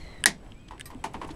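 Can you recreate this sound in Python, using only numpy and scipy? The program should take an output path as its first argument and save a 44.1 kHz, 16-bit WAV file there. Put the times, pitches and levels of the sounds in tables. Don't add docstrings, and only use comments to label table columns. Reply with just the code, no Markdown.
import sys
import numpy as np
from scipy import signal
from scipy.io import wavfile
from scipy.ndimage import uniform_filter1d

SR = 44100
rng = np.random.default_rng(int(sys.argv[2]) if len(sys.argv) > 2 else 0)


def ratio(d):
    e = np.asarray(d, float) / 20
    return 10 ** e


def wav_record(signal):
    frames = np.transpose(np.atleast_2d(signal))
    bounded = np.clip(frames, -1, 1)
    quanta = np.round(bounded * 32767).astype(np.int16)
    wavfile.write(sys.argv[1], SR, quanta)


N = 59535

SNAP_S = .2583
ROOM_DB, ROOM_LONGER = -15.5, 1.57

# pitch_hz, level_db
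SHIVER = [(270, -12), (520, -19.5), (880, -12), (1300, -18.5), (1880, -3), (2800, -14.5), (5200, -10),
          (12000, -17)]


def evened(x):
    return x / np.sqrt(np.mean(x ** 2) + 1e-20)


def read(points, hz):
    f, value = np.transpose(points)
    return np.interp(np.log(hz + 1), np.log(f + 1), value)


def add(mix, start_s, sound):
    part = mix[round(start_s * SR):][:len(sound)]
    part += sound[:len(part)]


def modes(table, size=6000):
    hz, db, t60 = np.transpose(table)[:, :, None]
    t = np.arange(size) / SR
    swell = np.minimum(t * hz / 2.0, 1)
    return ratio(db - 60 * t / t60) * np.sin(2 * np.pi * hz * t) * swell


def shiver(colour, tilt_db=0., shorter=0.93, count=700, size=6500):
    # pitch_hz, t60_s
    panel_decay = [(200, 0.27), (600, 0.19), (1800, 0.12), (4000, .13), (10000, 0.1), (16000, 0.064)]
    u = rng.random((count, 3))
    hz = 150 + 16000 * ((np.arange(count) + u[:, 0]) / count) ** 2
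    db = read(colour, hz) + 10 * np.log10(np.sqrt(hz)) + tilt_db * np.log2(hz / 1000) / 3
    t60 = shorter * read(panel_decay, hz) * (0.71 + .6 * u[:, 1])
    t = np.arange(size) / SR
    decay = ratio(db[:, None] - 60 * t / t60[:, None])
    swell = np.minimum(t * hz[:, None] / 2.32, 1)
    x = (decay * swell * np.sin(2 * np.pi * (hz[:, None] * t + u[:, 2:]))).sum(0)
    return x / np.sqrt(np.mean(x[:600] ** 2))


def coloured(colour, patchy_db):
    frames, hz = N // 256 + 5, np.fft.rfftfreq(1024, 1 / SR)
    a, b, patches = rng.standard_normal((frames, 513, 3)).T
    patches = evened(uniform_filter1d(uniform_filter1d(patches, 10, 0), 8, 1))
    z = (a + 1j * b) * ratio(read(colour, hz)[:, None] + patchy_db * patches)
    return evened(signal.istft(z, nperseg=1024, noverlap=768)[1][:N])


def fuzz(hz, width, size):
    pole = np.exp(-np.pi * width / SR)
    z = rng.standard_normal((size, 2)) @ [1, 1j]
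    for _ in range(2):
        z = signal.lfilter([1], [1, -pole], z)
    turns = np.cumsum(hz * np.ones(size)) / SR
    return evened((z * np.exp(2j * np.pi * turns)).real)


def crack(table):
    x = np.zeros(6000)
    for *mode, delay_ms in table:
        add(x, delay_ms / 1000, modes([mode])[0])
    return x / abs(x).max()


def snap():
    # pitch_hz, level_db, t60_s, delay_ms
    crack_modes = [(9700, 0, .003, 0), (4850, -10, .005, .7), (3850, -15, .008, .6), (1810, -4, .011, .05),
                   (890, -18, .025, .3), (6200, -14, .006, .3), (8900, -18, .007, 3), (11000, -4, .003, 0),
                   (2900, -17, .004, .2)]
    # pitch_hz, level_db, t60_s
    snap_box = [(290, -12, .07), (678, -8, .15), (905, -6, .06), (1605, -6, .06), (1707, 0, .06),
                (1884, 6, .1), (2040, -1, .08), (2110, -8, .17), (2455, -8, .074), (3790, -10, .1),
                (4436, -10, .09), (4883, -8, .08), (5044, -9, .08), (5464, -6, .07)]
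    break_up = ratio(1.5) * crack(crack_modes) + ratio(-25) * modes(snap_box).sum(0)
    bench = ratio(ROOM_DB) * shiver(SHIVER, -4.0, ROOM_LONGER, count=500)
    return break_up, ratio(-18.5) * (shiver(SHIVER) + bench)


def bite():
    # pitch_hz, level_db, t60_s, delay_ms
    bite_modes = [(8800, -3, .0035, 0), (3000, 0, .0045, .2), (1700, -11, .02, .3), (1050, -16, .008, .3),
                  (4900, -16, .005, .1), (14500, -13, .002, 0)]
    return ratio(-9) * crack(bite_modes)


def tick(peak_db, edge_db, ring_db, contact_ms):
    # pitch_hz, level_db, t60_s
    jaw_modes = [(1715, -7, 0.018), (1996, -7, 0.0095), (2460, -4, 0.0034), (2980, 13.5, 0.003),
                 (4800, -12, .005), (8660, 2, 0.003), (10000, -9, .003), (14630, -4, 0.0018)]
    hz, push = np.transpose(jaw_modes)[0], np.zeros(300)
    slips = np.array([0, .45, 1]) + 0.22 * rng.random(3)
    places = np.minimum(slips * contact_ms * SR / 1000, 299).astype(int)
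    np.add.at(push, places, [.4, .6, 1])
    weights = ratio(edge_db * (hz > 4000) + ring_db * (hz < 2300)) * np.sign(hz - 2300)
    x = np.convolve(push, weights @ modes(jaw_modes, size=2000))
    return ratio(peak_db) * x / abs(x).max()


def jaws():
    # start_s, peak_db, edge_db, handle_ring_db, contact_ms
    ticks = [(.2065, -45.5, 7.5, -15, 0.25), (.434, -61, 13, -5.5, 0.23), (0.4638, -46, -11, 16.5, 0.44),
             (0.5202, -36, -15, -8, 0.33), (0.6861, -38.5, -10.5, -2, 1.255), (0.7796, -41.5, -7, 9, .4),
             (0.7966, -29.5, 8, 14, .4), (0.802, -35, 4, 18, 0.37), (0.8101, -21.5, -1.5, 1, .3),
             (0.941, -58, 12, -18.5, 0.17), (0.9474, -42.5, 4, -1.5, .5), (1.0402, -24, -9, -10, 0.21),
             (1.2487, -37, -1.5, -14, .4)]
    out = np.zeros(N)
    add(out, .2395, bite())
    for start_s, *touch in ticks:
        add(out, start_s, tick(*touch))
    echo = shiver([(150, 6.0), (2000, 3), (16000, -29)])
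    return out + ratio(-26.5) * signal.oaconvolve(out, echo / np.linalg.norm(echo))[:N]


def knock(peak_db, hz, rattle_db, tilt_db):
    # pitch_hz, level_db, t60_s
    box_modes = [(320, -11, 0.13), (677, 1, 0.16), (817, 1, 0.084), (892.3, 2.5, 0.087), (989, 2.5, 0.046),
                 (1072, -3.5, 0.058), (1185, -9, 0.057), (1498, 1, 0.078), (1883, 10.5, 0.042),
                 (2650, -3.5, 0.096), (3060, 2.5, 0.057), (3390, -11, 0.1), (4540, -7, .04)]
    # pitch_hz, level_db
    rattle_colour = [(150, -13), (330, -3.5), (600, -11), (950, -0.5), (1400, -11), (2200, -9.5),
                     (4400, -20.5), (16000, -30)]
    octaves = abs(np.log2(np.transpose(box_modes)[0] / hz))
    share = ratio(np.maximum(-25.5 * octaves, -17.5))
    body = share @ modes(box_modes, size=5000)
    body = body + modes([(hz, 4, 0.038)], size=5000)[0]
    rattle = shiver(rattle_colour, tilt_db, 0.88, count=160, size=5000)
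    return ratio(peak_db) * (body / abs(body).max() + ratio(rattle_db) * rattle)


def knocks():
    # start_s, peak_db, pitch_hz, rattle_db, brightness_db
    blows = [(0.7086, -34, 974, -12.5, -1), (0.721, -35, 978, -15.5, -9), (.736, -40, 1035, -16.5, -8),
             (0.753, -45, 1015, -16, -9.5), (0.9026, -35.5, 970, -17, 5.5), (0.9123, -40, 1030, -11.5, -9),
             (.932, -40, 1015, -10, -14), (1.0399, -32, 1770, -1.5, 5), (1.0424, -24, 897, -13, -3),
             (1.057, -36.5, 690, -9.5, 8.5), (1.1426, -25.5, 956, -11.5, -6.5),
             (1.158, -38.5, 1000, -7.5, -16), (1.2147, -27.5, 1027, -9.5, -4.5),
             (1.230, -34.5, 970, -9, -9), (1.243, -35, 1044, -10, -5), (1.2886, -34.5, 923, -10, -5.5)]
    out = np.zeros(N)
    for start_s, *blow in blows:
        add(out, start_s, knock(*blow))
    return out


def ring():
    # pitch_hz, level_db, t60_s
    offcut_modes = [(1168, -9, .15), (1873, -8, .12), (2350, -11, .08), (4000, -11, .12), (4790, -5, .06),
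                    (5150, -7, .06), (8490, 0, .065), (10060, -15, .16), (12120, 4, .11), (12840, -5, .08),
                    (13180, -5, .09)]
    waver = rng.standard_normal((len(offcut_modes), 6000))
    waver = evened(uniform_filter1d(uniform_filter1d(waver, size=120), size=90))
    chatter = 1 + 0.4 * waver * np.minimum(np.arange(6000) / 400, 1)
    lines = (modes(offcut_modes) * chatter).sum(0)
    return ratio(-39.5) * lines + ratio(-49) * shiver(SHIVER, 1.7, size=6000)


def thuds():
    # start_s, level_db, pitch_hz, t60_s
    landings = [
        (.458, -35, 143, 0.055),
        (0.9495, -26.5, 255, 0.084),
        (1.242, -32, 300, 0.053),
        (1.304, -26, 307, 0.056),
        (1.2, -43, 307, .07),
    ]
    out = np.zeros(N)
    for start_s, level_db, hz, t60 in landings:
        add(out, start_s, ratio(level_db) * modes([(hz, 0, t60)])[0])
    return out


def scuff(length_s, level_db, hz):
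    t = np.arange(3000) / SR
    grit = ratio(3.4 * uniform_filter1d(rng.exponential(1, 3000), size=20) * 2)
    hiss = evened(grit * fuzz(hz, 1.37 * hz, 3000))
    return ratio(level_db - 20 * (t / length_s) ** 2) * hiss * np.minimum(t / 0.00077, 1)


def scuffs():
    # start_s, length_s, level_db, centre_hz
    drags = [
        (0.683, 0.013, -50.5, 3476),
        (1.135, 0.0075, -46.5, 10000),
        (1.14, 0.0077, -44, 2480),
        (1.274, 0.021, -52.5, 9120),
        (1.304, 0.0253, -46.5, 3247),
        (1.31, 0.0088, -52.5, 8610),
        (0.805, 0.016, -47, 6826),
    ]
    out = np.zeros(N)
    for start_s, *drag in drags:
        add(out, start_s, scuff(*drag))
    return out


def scrape():
    # centre_hz, width_hz, level_db
    scrape_bands = [(2057, 300, 0.5), (4080, 260, -1), (3040, 600, -8), (6070, 3200, -11.5)]
    end_s, sag, fade_db = 0.2, 0.08, -7.5
    t = np.arange(N) / SR
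    u = np.minimum(t / end_s, 1)
    x = np.zeros(N)
    for hz, width, db in scrape_bands:
        x += ratio(db + fade_db * u * hz / 4000) * fuzz(hz * (1 + sag * (.5 - u)), width, N)
    return ratio(-53.5 - 300 * np.maximum(t - end_s, 0)) * x


def hinge():
    # time_s, pitch_hz, level_db
    squeak_path = [
        (.535, 2130, -72),
        (.562, 2340, -61),
        (.585, 2410, -62),
        (.612, 2510, -61),
        (.67, 2480, -63),
        (.69, 2450, -82),
    ]
    # start_s, length_s, pitch_hz, level_db
    spring_peeps = [
        (.35, 0.065, 3200, -77.5),
        (.485, 0.055, 3200, -71.5),
        (.593, 0.044, 3205, -69.5),
        (.71, 0.021, 3195, -70),
        (.875, 0.068, 3200, -78),
        (.99, 0.028, 3200, -70),
        (.812, 0.017, 3650, -58.5),
        (.815, 0.024, 4300, -73),
    ]
    t, (s, hz, db) = np.arange(N) / SR, np.transpose(squeak_path)
    pitch = np.interp(t, s, hz)
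    tone = np.sin(2 * np.pi * np.cumsum(pitch) / SR)
    out = ratio(np.interp(t, s, db, -120, -120)) * (tone + .25 * fuzz(pitch, 40, N))
    for start_s, length_s, hz, db in spring_peeps:
        u = np.arange(0, length_s, 1 / SR)
        fade = np.minimum(np.minimum(u, length_s - u) / 0.0085, 1)
        add(out, start_s, ratio(db + 5) * np.sin(2 * np.pi * hz * u) * fade)
    return out


def rumble():
    # pitch_hz, level_db
    rumble_colour = [(15, 8.5), (30, 8), (55, -2), (300, -12.5), (700, -14.5), (4000, -41.5)]
    # time_s, level_db
    effort = [
        (0, -41),
        (0.251, -43),
        (0.4, -47.5),
        (.46, -41),
        (.62, -52.5),
        (.9, -46.5),
        (1.08, -44),
        (1.35, -38.5),
    ]
    s, db = np.transpose(effort)
    return ratio(np.interp(np.arange(N) / SR, s, db) - 2.0) * coloured(rumble_colour, 1.8)


def air():
    # pitch_hz, level_db
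    air_colour = [(20, -3), (300, -15), (700, -35.5), (2500, -33.5), (5000, -43), (10500, -53.5),
                  (13000, -46.5), (16000, -49)]
    return ratio(-48) * coloured(air_colour, 1.5)


def whine():
    line_hz, frame_s, first_blip_s, blip_ms = 7867.1, 1 / 29.97, .0113, 1.15
    t = np.arange(N) / SR
    picture, u = np.divmod(t - first_blip_s, frame_s)
    u = u * 1000 / blip_ms
    body = ratio(-73) * (1 - 2 * np.exp(-u / 2)) - 1j * ratio(-57.5) * u * np.exp(1 - u)
    return ((-1) ** picture * body * np.exp(2j * np.pi * line_hz * t)).real


def gain_control():
    duck_db, back_s = -3.5, 0.294
    since = np.arange(N) / SR - SNAP_S
    return ratio(duck_db * (since > 0) * np.exp(-np.maximum(since, 0) / back_s))


def scene():
    mix = np.zeros(N)
    for part in snap():
        add(mix, SNAP_S, part)
    mix += jaws() + knocks()
    add(mix, .8563, ring())
    mix += thuds() + scuffs() + scrape() + hinge()
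    return (mix + gain_control() * (rumble() + air() + whine()))[None]


def top_cut(x):
    return signal.sosfilt(signal.butter(12, 15800, fs=SR, output="sos"), x)


def record(dry):
    # pitch_hz, level_db
    top_curve = [(20, 0), (10500, -1.5), (13000, -14.5), (16000, -15), (22050, -13)]
    hz = np.linspace(0, SR / 2, 257)
    doubled = signal.firwin2(255, hz, ratio(2 * read(top_curve, hz)), fs=SR)
    dulling = signal.minimum_phase(doubled, n_fft=4096)
    return top_cut(np.clip(signal.lfilter(dulling, [1], dry), -1, 1))


dry = scene()
out = record(dry)
wav_record(out)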